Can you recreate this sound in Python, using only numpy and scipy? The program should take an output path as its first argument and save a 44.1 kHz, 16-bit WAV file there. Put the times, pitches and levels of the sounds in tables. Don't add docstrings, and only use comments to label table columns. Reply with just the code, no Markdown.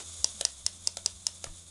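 import sys
import numpy as np
from scipy import signal
from scipy.fft import rfft, irfft
from scipy.io import wavfile
from scipy.ndimage import uniform_filter1d

SR = 44100
rng = np.random.default_rng(int(sys.argv[2]) if len(sys.argv) > 2 else 0)


def persist_wave(psi):
    counts = np.round(np.clip(psi, -1, 1) * 32767).astype(np.int16)
    wavfile.write(sys.argv[1], SR, np.atleast_2d(counts).T)


N = 74970

# t/s, level/dB, pitch ratio, jolt level/dB
SNAPS = [(0.244, 1.5, 0.97, -2.5), (0.4511, 0.5, 0.96, 5), (0.6642, -0.5, 1.0, -19), (.8731, -0.5, 0.97, 6),
         (1.0607, -.5, 0.95, -4.5), (1.2675, -1.8, 1.0, 10.5)]
# f/Hz, level/dB, t60/s
GEAR_MODES = [(2843, -29.5, 0.029), (3724, -26.5, 0.022), (4480, -27, 0.0075), (5294, -5.5, 0.0056),
              (5473, -7, 0.01), (6017, -1, 0.0066), (6920, -14.5, 0.013), (8520, -2, 0.0036),
              (9150, -10.5, 0.0041)]
# f/Hz, level/dB
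CRACK_SPECTRUM = [(100, -24.5), (400, -6.5), (900, -4.5), (1500, -11), (2200, -12), (3500, -12), (5500, 5),
                  (8000, 1), (10000, -3.5), (12500, -33.5)]
# f/Hz, level/dB
JOLT_SPECTRUM = [(60, 1), (300, -6), (600, -0.5), (1000, 4), (1700, -18), (2600, -29), (5000, -19),
                 (12000, -39)]
# t/s, ring level/dB, clack level/dB
KNOCKS = [(.4102, -0.5, 3), (.9697, -5.5, -2.5), (1.4414, -4.5, -3.5)]
# f/Hz, level/dB, t60/s
FRAME_MODES = [(486, -8.5, 0.019), (567, 6, 0.028), (661, -2.5, 0.051), (1373, -5, 0.031),
               (1702, 1.5, 0.015), (2120, -19, .012)]
# f/Hz, level/dB
CLACK_SPECTRUM = [(150, -25.5), (600, -3.5), (1100, -8.5), (2400, -6.5), (3700, 0), (5500, 3.5), (7800, 4),
                  (10000, 2), (12500, -26)]
# f/Hz, level/dB, t60/s
SETTLE_MODES = [(125, -2, 0.078), (307, -6, 0.04), (950, -4, 0.033), (1190, 0.5, 0.026), (1800, 0.5, .016),
                (2250, -6, .016)]
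# t/s, f/Hz
SHAFT_SPEED = [(0, 84.5), (.17, 84.5), (.3, 79.55), (.45, 69.8), (.62, 63.4), (.70, 87.2), (1.0, 87.84),
               (1.42, 86.7), (1.48, 78.4), (1.56, 87.5), (1.7, 84.3)]
# t/s, hum level/dB, whir level/dB
MOTOR_LEVELS = [(0, -67, -45.5), (.07, -54.5, -47.5), (.2, -55, -45.5), (.36, -57, -48.5), (.55, -61, -49),
                (.75, -58.5, -51), (1.0, -58, -50.5), (1.2, -59.5, -52), (1.4, -58, -51), (1.7, -59.5, -55)]
HUM_HARMONICS = [0.5, -11.5, -21.5, -20.5]
# f/Hz, level/dB
WHIR_SPECTRUM = [(250, -18.5), (340, -16.5), (470, -15.5), (570, -9), (830, -16.5), (1200, -12.5),
                 (1900, -22.5), (2200, -15.5), (2850, -19), (3500, -5), (4400, -11), (5900, -8), (6700, -3),
                 (7600, -3.5), (8600, -4), (10200, -5.5), (11000, -24.5), (12500, -40)]
# f/Hz, width/Hz, starting level/dB, change/(dB per s)
GEAR_BANDS = [(3570, 150, -12.5, 0.5), (6710, 150, -7.5, -2.5), (6840, 360, -11.5, -4)]
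# t/s, level/dB, f/Hz, length/s
THUDS = [(0.187, -44, 69, 0.064), (0.632, -42.5, 75.3, 0.053), (1.113, -50.5, 66, 0.08),
         (1.469, -40.5, 23, 0.073)]
# f/Hz, level/dB
SCUFF_SPECTRUM = [(100, -13), (330, 4), (600, 1), (1300, -5), (2500, -7), (6000, -3.5), (12000, -33)]
# t/s, level/dB, start f/Hz, end f/Hz, length/s, octave level/dB
GROANS = [(0.328, -56.5, 244.4, 200, .06, -25), (0.353, -58.5, 150, 205, 0.085, -22),
          (1.475, -59, 149.3, 171.2, 0.094, -2.5)]
# f/Hz, level/dB
ROOM_SPECTRUM = [(100, -0.5), (600, 2.5), (1500, 5.5), (3500, 4.5), (4500, -2), (5300, -5.5), (6000, -3.5),
                 (7000, -7), (9000, -6.5), (12000, -3.5)]
# f/Hz, level/dB
RUMBLE_SPECTRUM = [(20, 5.5), (60, 3), (120, -0.5), (250, -4.5), (500, -12.5), (2000, -20)]


def gear_snaps():
    out = 0
    for start, db, pitch, jolt_db in SNAPS:
        snap = undb(-6.5) * ring(start, GEAR_MODES, rise_s=0.00028, pitch=pitch)
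        crack = undb(-18) * burst(start, CRACK_SPECTRUM, rise_s=0.00074, t60=0.016)
        jolt = undb(-33 + jolt_db) * burst(start, JOLT_SPECTRUM, rise_s=0.00028, t60=0.003)
        out += undb(db) * (snap + crack) + jolt
    return out


def frame_knocks():
    out = 0
    for start, ring_db, clack_db in KNOCKS:
        out += undb(-32 + ring_db) * ring(start, FRAME_MODES, rise_s=0.0022, pitch=0.98)
        out += undb(-18.5 + clack_db) * burst(start, CLACK_SPECTRUM, rise_s=0.00084, t60=0.014)
    return out + undb(-40) * ring(start=1.4655, modes=SETTLE_MODES, rise_s=0.0022)


def motor():
    t = np.arange(N) / SR
    speed = curve(SHAFT_SPEED) * (1 + 0.0079 * wander(25))
    angle = 2 * np.pi * np.cumsum(speed) / SR
    hum = np.sqrt(2) * sum(undb(db + 1.2 * wander(14.08)) * np.sin(k * angle)
                           for k, db in enumerate(HUM_HARMONICS, 1))
    stalled = uniform_filter1d(1. 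* ((t > 0.6) & (t < 1.46)), size=1500)
    mesh = np.sqrt(2) * stalled * undb(-69 + 1.1 * wander(12.1)) * np.sin(2 * np.pi * 196.5 * t)
    whir = gear_whir(angle) * undb(curve(MOTOR_LEVELS, column=2))
    return hum * undb(curve(MOTOR_LEVELS)) + mesh + whir


def gear_whir(shaft_angle, ticks_per_s=900):
    t = np.arange(N) / SR
    ticks = unit((rng.random(N) < ticks_per_s / SR) * rng.standard_normal(N))
    rub = unit(rng.standard_normal(N) + undb(-8) * ticks)
    whir = colour(rub, WHIR_SPECTRUM)
    for hz, width, db, db_per_s in GEAR_BANDS:
        band = signal.lfilter(*signal.iirpeak(hz, hz / width, fs=SR), rng.standard_normal(N))
        whir += undb(db + db_per_s * t) * unit(band)
    throb = 1 + 0.067 * np.sin(shaft_angle)
    flicker = undb(1.56 * wander(40.1))
    return whir * throb * flicker


def tyre_thuds():
    out = 0
    for start, db, hz, length in THUDS:
        age = np.arange(N) / SR - start
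        swell = np.sin(np.pi * np.clip(age / length, 0, 1))
        out += undb(db) * swell * np.sin(2 * np.pi * hz * age)
    return out


def tyre_rubs():
    out = undb(-43) * burst(0, SCUFF_SPECTRUM, rise_s=0.0014, t60=0.17)
    for start, db, start_hz, end_hz, length, octave_db in GROANS:
        progress = np.clip((np.arange(N) / SR - start) / length, 0, 1)
        glide_hz = start_hz + (end_hz - start_hz) * progress
        phase = 2 * np.pi * np.cumsum(glide_hz * (1 + 0.0273 * wander(90))) / SR
        tone = np.sin(phase) + undb(octave_db) * np.sin(2 * phase)
        out += undb(db) * np.sin(np.pi * progress) * tone
    return out


def room(x):
    tail = colour(rng.standard_normal(N) * fade(start=0.0028, rise_s=0.013, t60=0.19), ROOM_SPECTRUM)
    return x + undb(-14.5) * signal.fftconvolve(x, tail / np.linalg.norm(tail))[:N]


def rumble():
    return undb(-63) * colour(rng.standard_normal(N), RUMBLE_SPECTRUM)


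def ring(start, modes, rise_s, pitch=1):
    age, out = np.arange(N) / SR - start, 0
    for (hz, db, t60), (detune, strength) in zip(modes, rng.standard_normal((len(modes), 2))):
        tone = np.sin(2 * np.pi * hz * pitch * (1 + 0.004 * detune) * age)
        out += undb(db + 0.7 * strength) * fade(start, rise_s, t60) * tone
    return out


def burst(start, spectrum, rise_s, t60):
    return colour(rng.choice([-1., 1.], N) * fade(start, rise_s, t60), spectrum)


def fade(start, rise_s, t60):
    age = np.maximum(np.arange(N) / SR - start, 0)
    return np.minimum(age / rise_s, 1) * np.exp(-np.log(1000) * age / t60)


def colour(x, spectrum):
    size = 4096
    hz, db = np.array(spectrum).T
    bin_hz = np.arange(size // 2 + 1) * SR / size
    gain = undb(np.interp(np.log(bin_hz + 1), np.log(hz), db))
    cepstrum = irfft(np.log(unit(gain)))
    cepstrum[1:size // 2] *= 2
    cepstrum[size // 2 + 1:] = 0
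    return signal.fftconvolve(x, irfft(np.exp(rfft(cepstrum))))[:N]


def wander(rate_hz):
    hold = int(SR / rate_hz)
    steps = np.repeat(rng.standard_normal(N // hold + 1), hold)
    return unit(uniform_filter1d(steps, hold)[:N])


def curve(rows, column=1):
    rows = np.array(rows)
    return np.interp(np.arange(N) / SR, rows[:, 0], rows[:, column])


def undb(db):
    return 10 ** (np.asarray(db) / 20)


def unit(x):
    return x / np.sqrt(np.mean(x ** 2))


def scene():
    background = rumble()
    clicks = room(gear_snaps() + frame_knocks())
    return (clicks + motor() + tyre_thuds() + tyre_rubs() + background)[None]


def record(dry):
    return signal.sosfilt(signal.ellip(8, .3, 70, 12300, fs=SR, output="sos"), dry)


dry = scene()
out = record(dry)
persist_wave(out)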